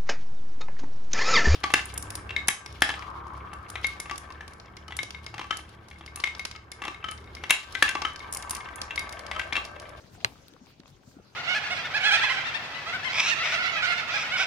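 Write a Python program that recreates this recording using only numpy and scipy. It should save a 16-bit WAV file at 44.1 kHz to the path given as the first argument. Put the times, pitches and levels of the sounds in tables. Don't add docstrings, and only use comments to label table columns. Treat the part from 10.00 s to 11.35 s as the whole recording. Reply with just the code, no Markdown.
import sys
import numpy as np
from scipy import signal
from scipy.io import wavfile

SR = 44100
rng = np.random.default_rng(int(sys.argv[2]) if len(sys.argv) > 2 else 0)


def unload_audio(sound):
    columns = np.transpose(np.atleast_2d(sound))
    steps = np.round(np.clip(columns, -1, 1) * 32767)
    wavfile.write(sys.argv[1], SR, steps.astype(np.int16))


N = 59535
TIME = np.arange(N) / SR
CUTOFF_HZ = 16200
POOL_PAN_DB, POOL_LAG_S, CASE_LAG_S = 4.5, 0.00029, 0.000342

# (time [s], length [s], start pitch [Hz], end pitch
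# [Hz], level [dB], roughness [0-1])
GLUGS_AND_GUSTS = [(.004, 0.017, 480, 546, -52, 0.44), (.040, 0.022, 138, 170, -50.5, 0.5),
                   (0.099, 0.034, 206, 242, -60.5, 0.6), (0.121, 0.075, 99, 84, -50, 0),
                   (0.126, 0.032, 205, 250, -50.5, 0.48), (0.176, 0.017, 762, 660, -50, 0.5),
                   (.188, 0.038, 216, 292, -54.5, 0.8), (0.223, 0.015, 576, 710, -43.5, 0.6),
                   (0.297, 0.055, 277, 307, -51.5, 0.54), (0.425, 0.035, 87, 101, -54, 0.6),
                   (0.521, 0.024, 261, 370, -46.5, 0.6), (0.537, 0.033, 448, 640, -52.5, 0.4),
                   (0.611, 0.026, 192.5, 319, -41.5, 0.17), (.630, 0.023, 182, 170, -53, 0.1),
                   (.698, 0.079, 127.6, 152, -52.5, 0.3), (0.797, 0.0073, 241, 286, -38.5, 0),
                   (.803, 0.027, 212, 237, -52, 0.2), (.902, 0.059, 118, 193, -52, 0.7),
                   (.948, 0.034, 316, 440, -55.5, 0.65), (0.929, 0.093, 42, 53, -57, 0),
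                   (1.071, 0.03, 211, 288, -47.5, 0.25), (1.072, 0.027, 96, 122, -51, 0.5),
                   (1.135, 0.045, 232, 345, -52, 0.66), (1.145, 0.018, 500, 610, -55, 0.7),
                   (1.078, 0.024, 666, 740, -56.5, 0.8), (1.165, 0.017, 226, 390, -41.5, 0.42),
                   (1.186, 0.0082, 675, 800, -45, 0.17), (1.1975, 0.0065, 357, 510, -42, 0.13),
                   (1.175, 0.058, 179, 220, -51, 0.25), (1.2, 0.036, 61.4, 69.6, -56, 0)]
def glugs(rise=0.24, fade_power=1.28, wobble_hz=83):
    out = np.zeros(N)
    for start, length, from_hz, to_hz, db, rough in GLUGS_AND_GUSTS:
        age = np.clip((TIME - start) / length, 0, 1)
        swell = np.minimum(age / rise, np.maximum((1 - age) / (1 - rise), 0) ** fade_power)
        hz = from_hz * (to_hz / from_hz) ** age
        phase = 2 * np.pi * np.cumsum((age > 0) * hz) / SR
        wobble = np.sin(phase) * drift(wobble_hz) + np.cos(phase) * drift(wobble_hz)
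        out += from_db(db) * swell * (np.sin(phase) + rough * wobble) / np.sqrt(1 + 2 * rough ** 2)
    return out


# (time [s], level [dB], centre [Hz], t60 [s])
MUD_IMPACTS = [(.060, -51.5, 1660, 0.026), (.151, -43.5, 1270, 0.025), (.203, -44, 2500, 0.038),
               (0.212, -41.5, 2520, 0.014), (0.321, -46.5, 790, 0.04), (.356, -45.5, 1300, 0.019),
               (0.369, -46, 1400, 0.018), (0.537, -41.5, 3980, 0.0081), (0.565, -48, 1130, 0.015),
               (0.64, -50, 830, 0.013), (.660, -46.5, 3830, 0.017), (.669, -48, 1460, 0.02),
               (.703, -52, 1200, 0.04), (0.8021, -46.5, 1500, 0.0091), (.834, -45, 1630, 0.0099),
               (1.249, -53, 5000, 0.0065), (0.877, -47, 1050, 0.012), (.967, -56, 1580, 0.053),
               (1.113, -49.5, 1230, 0.019)]
def splats():
    return sum(burst(*row, width=0.45) for row in MUD_IMPACTS)


# (time [s], level [dB], pitch [Hz], t60 [s])
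SKIN_RUPTURES = [(.152, -45, 1290, 0.013), (0.369, -48, 1380, 0.0057), (.380, -51, 3300, 0.0047),
                 (.565, -43.5, 1130, 0.0069), (.669, -49, 950, 0.0077), (.836, -48, 1610, 0.0061),
                 (0.8573, -43, 1090, 0.0091), (.858, -51, 2530, 0.018), (0.859, -47.5, 3280, .006),
                 (1.035, -48.5, 1520, 0.005)]
def pops():
    return sum(ping(*row) for row in SKIN_RUPTURES)


# (frequency [Hz], relative level [dB], t60 [s], pan [dB])
CASE_MODES = [(361, -24, 0.074, 2), (558, -31, 0.066, 18), (658, -20, 0.03, 22), (977, -37, 0.0318, -6),
              (1310, -26, 0.021, 16), (1610, -7.5, 0.014, -4.5), (2080, -10.5, 0.01, 9),
              (2464, -19.5, 0.021, 1), (2710, -15, 0.011, -5), (3260, -20.5, 0.0068, -14.5),
              (4154, -13, 0.0096, -5.5), (4500, -14.5, 0.005, -4), (5760, -22.5, 0.0059, -8),
              (6520, -21.5, 0.0072, -8.5), (7240, -25.5, 0.0062, -16), (11210, -24.5, 0.0076, -1)]
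def knock(start, gain_db=0.07, radiation_hz=2275, contact_hz=6870):
    modes = sum(place(-ping(start, db + gain_db, hz, t60), pan_db, CASE_LAG_S)
                for hz, db, t60, pan_db in CASE_MODES)
    band = signal.butter(1, [radiation_hz, contact_hz], "band", fs=SR, output="sos")
    thud = place(ping(start, db=-44.5, hz=118, t60=0.13), pan_db=10, lag=CASE_LAG_S)
    return signal.sosfilt(band, modes) + thud


# (frequency [Hz], relative density [dB])
RATTLE_SPECTRUM = [(45, -6), (90, 3), (200, -5), (430, -3), (650, -2), (1200, 2.5), (1600, -3), (2900, 0.5),
                   (4700, -13), (8000, -22), (15500, -30)]
def rattle(start, tail_db=-34.5, shiver_db=-30.5):
    def envelope(hz):
        tail_t60 = at_hz([(150, 0.37), (2000, 0.1), (11000, 0.24)], hz)
        shiver = from_db(shiver_db) * dying(start, t60=0.031) * (hz > 250)
        return from_db(tail_db) * dying(start, tail_t60) + shiver
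    return banded_noise(RATTLE_SPECTRUM, flicker_db=3, envelope=envelope)


# (time [s], level [dB], pitch [Hz], t60 [s], pan [dB])
FINGER_TICKS = [(0.4829, -40, 4330, 0.004, 9), (0.4821, -42, 13700, 0.0018, -16),
                (0.798, -53.5, 5450, 0.0035, 16), (0.802, -43, 4170, 0.0052, -13.5),
                (.880, -45, 3720, 0.003, 6), (0.879, -48.5, 11300, 0.00099, 9),
                (0.9025, -52, 5470, 0.0034, 13), (.903, -55, 12000, .001, 8)]
def ticks(grit_db=-5.5):
    out = 0
    for start, db, hz, t60, pan_db in FINGER_TICKS:
        grit = burst(start, db + grit_db, hz, t60=0.0094, width=0.32)
        out += place(ping(start, db, hz, t60) + grit, pan_db, CASE_LAG_S)
    return out


# (time [s], half length [s], level [dB])
STROKES = [(0.148, 0.024, -58), (0.296, 0.07, -63), (0.489, 0.0089, -60), (0.707, 0.022, -67),
           (0.898, 0.018, -64.5)]
# (frequency [Hz], relative density [dB])
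FRICTION_SPECTRUM = [(1500, 5), (4000, 0), (6500, -2), (9000, -1), (12000, -13), (15500, 3)]
def brushing():
    return sum(bell_curve(*row) for row in STROKES) * banded_noise(FRICTION_SPECTRUM, flicker_db=-3)


# (frequency [Hz], relative density [dB])
STEAM_SPECTRUM = [(290, -17), (500, -4), (1080, -10), (1420, -8.5), (1930, -14.5), (2690, -9.5),
                  (4400, -11.5), (5470, -11), (7700, -24), (8600, -37), (11100, -26), (13000, -24.5),
                  (16000, -43)]
# (time [s], relative level [dB])
STEAM_FLOW = [(0, -60), (.15, -62.5), (.38, -61.5), (.5, -63.5), (.61, -66.5), (.68, -62), (.765, -70),
              (.88, -65), (1.01, -68.5), (1.1, -66), (1.2, -66.5), (1.35, -65)]
def steam(gain_db=3):
    return from_db(gain_db + in_time(STEAM_FLOW)) * banded_noise(STEAM_SPECTRUM, flicker_db=3.5)


def small_bubbles(per_second=550, db=-66, t60_cycles=7.1, tilt_db_per_octave=-0.5):
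    pitches = np.geomspace(280, 3600, 18)
    strengths = from_db(3.4 * np.minimum(rng.exponential(1, N), 2)) * rng.choice([-1, 1], N)
    kicks = strengths * (rng.random(N) < per_second / SR)
    pitch_index = rng.integers(0, len(pitches), N)
    out = 0
    for k, hz in enumerate(pitches):
        width_hz = np.log(1000) / np.pi * hz / t60_cycles
        ring = resonate(kicks * (pitch_index == k), hz, width_hz) / hz
        lag = POOL_LAG_S * rng.uniform(-0.94, 2.06)
        out += place(ring * from_db(tilt_db_per_octave * np.log2(hz)), POOL_PAN_DB, lag)
    return from_db(db) * rms_one(out * from_db(in_time(STEAM_FLOW)))


# (frequency [Hz], relative density [dB])
SIZZLE_SPECTRUM = [(4000, -12), (5300, 1), (6400, -1.5), (9000, -24), (12000, -10.5), (15500, -15)]
def sizzle():
    return bell_curve(centre_s=1.098, half_s=0.049, db=-63.5) * banded_noise(SIZZLE_SPECTRUM, flicker_db=1)


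def escaping_gas():
    level = in_time([(1.1, -94), (1.17, -62), (1.25, -74.5), (1.35, -68.5)])
    return from_db(level) * rms_one(resonate(rng.standard_normal((2, N)), hz=1360, width_hz=160))


# (frequency [Hz], relative density [dB])
BOILING_SPECTRUM = [(22, -16), (45, -2.5), (90, 3), (160, 1), (300, -5.5), (500, -11.5), (900, -19.5),
                    (2000, -36)]
# (time [s], level [dB])
BOILING_LEVEL = [(0, -62), (.15, -52.5), (.33, -57), (.47, -61.5), (.6, -60.5), (.75, -60.5), (.86, -59),
                 (.97, -60), (1.1, -59.5), (1.22, -61), (1.35, -61)]
def churn():
    return from_db(in_time(BOILING_LEVEL)) * banded_noise(BOILING_SPECTRUM, flicker_db=1)


def bank_echoes(x, db=-12, t60=0.2, delay_s=0.0083):
    lowpass = signal.butter(1, 3000, fs=SR, output="sos")
    scatter = signal.sosfilt(lowpass, rng.standard_normal((2, N))) * dying(delay_s, t60)
    echoes = signal.fftconvolve(x[None], scatter, axes=1)[:, :N]
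    return from_db(db) * echoes / np.sqrt(np.sum(dying(0, t60) ** 2))


# (frequency [Hz], correlation [0-1])
COHERENCE = [(28, 0.49), (60, 0.8), (130, 0.94), (290, 0.72), (640, 0.29), (1410, 0), (3100, 0.18),
             (6820, 0), (15000, 0.027)]
# (frequency [Hz], pan [dB])
NOISE_PAN = [(60, 3.5), (380, 6), (1290, 5), (2380, 2.5), (4400, -3.5), (8120, 5.5), (15000, -1)]
def banded_noise(spectrum, flicker_db, envelope=lambda hz: 1):
    low, high = spectrum[0][0], min(spectrum[-1][0], CUTOFF_HZ)
    edges = np.geomspace(low, high, int(2.5 * np.log2(high / low)) + 1)
    white = rng.standard_normal((2, 2, N + SR // 4))
    sides = np.array([[1], [-1]])
    out, power = 0, 0
    for k, band in enumerate(zip(edges, edges[1:])):
        bandpass = signal.butter(2, band, "band", fs=SR, output="sos")
        mid, side = signal.sosfilt(bandpass, white[k % 2])[:, -N:]
        hz = np.sqrt(band[0] * band[1])
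        alike = at_hz(COHERENCE, hz)
        gain = from_db(at_hz(spectrum, hz) + flicker_db * drift(14) + sides * at_hz(NOISE_PAN, hz) / 2)
        part = gain * (np.sqrt(1 + alike) * mid + np.sqrt(1 - alike) * side * sides)
        out += part * envelope(hz)
        power += np.mean(part ** 2)
    return out / np.sqrt(power)


def burst(start, db, hz, t60, width):
    fade = dying(start, t60)
    grains = resonate(rng.standard_normal(N) * fade, hz, width * hz)
    grains = signal.sosfilt(signal.butter(2, min(2 * hz, CUTOFF_HZ), fs=SR, output="sos"), grains)
    return from_db(db) / 2 * rms_one(grains) * np.sqrt(np.mean(fade ** 2))


def ping(start, db, hz, t60):
    return from_db(db) * np.sin(2 * np.pi * hz * (TIME - start)) * dying(start, t60)


def resonate(x, hz, width_hz):
    r = np.exp(-np.pi * width_hz / SR)
    feedback = [1, -2 * r * np.cos(2 * np.pi * hz / SR), r * r]
    return signal.lfilter(np.array([1, 0, -1]) * (1 - r * r) / 2, feedback, x + 1e-18)


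def place(x, pan_db, lag):
    return np.array([x * from_db(pan_db / 2), np.interp(TIME - lag, TIME, x) * from_db(-pan_db / 2)])


def dying(start, t60):
    return (TIME >= start) * np.exp(-np.log(1000) * np.maximum(TIME - start, 0) / t60)


def bell_curve(centre_s, half_s, db):
    return from_db(db) * np.exp(-((TIME - centre_s) / half_s) ** 2)


def drift(hz, step=40):
    r = np.exp(-2 * np.pi * hz * step / SR)
    slow = signal.lfilter([1], [1, -2 * r, r * r], rng.standard_normal(N // step + 2002))[2000:]
    return np.interp(np.arange(N) / step, np.arange(len(slow)), rms_one(slow))


def in_time(rows):
    return np.interp(TIME, *np.transpose(rows))


def at_hz(rows, hz):
    frequencies, values = np.transpose(rows)
    return np.interp(np.log(hz), np.log(frequencies), values)


def from_db(db):
    return 10 ** (np.asarray(db) / 20)


def rms_one(x):
    return x / np.sqrt(np.mean(x ** 2) + 1e-20)


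def scene(knock_s=0.24659):
    gas, spatter = glugs(), splats() + pops()
    pool = place(gas, POOL_PAN_DB, POOL_LAG_S) + place(spatter, pan_db=7.5, lag=0.0001)
    background = bank_echoes(gas + spatter) + steam() + churn() + escaping_gas() + small_bubbles() + sizzle()
    hand = knock(knock_s) + rattle(knock_s) + ticks() + brushing()
    return pool + hand + background


def record(dry):
    lowpass = signal.ellip(10, 0.2, 70, CUTOFF_HZ, fs=SR, output="sos")
    return signal.sosfilt(lowpass, np.clip(dry, -1, 1))


dry = scene()
out = record(dry)
unload_audio(out)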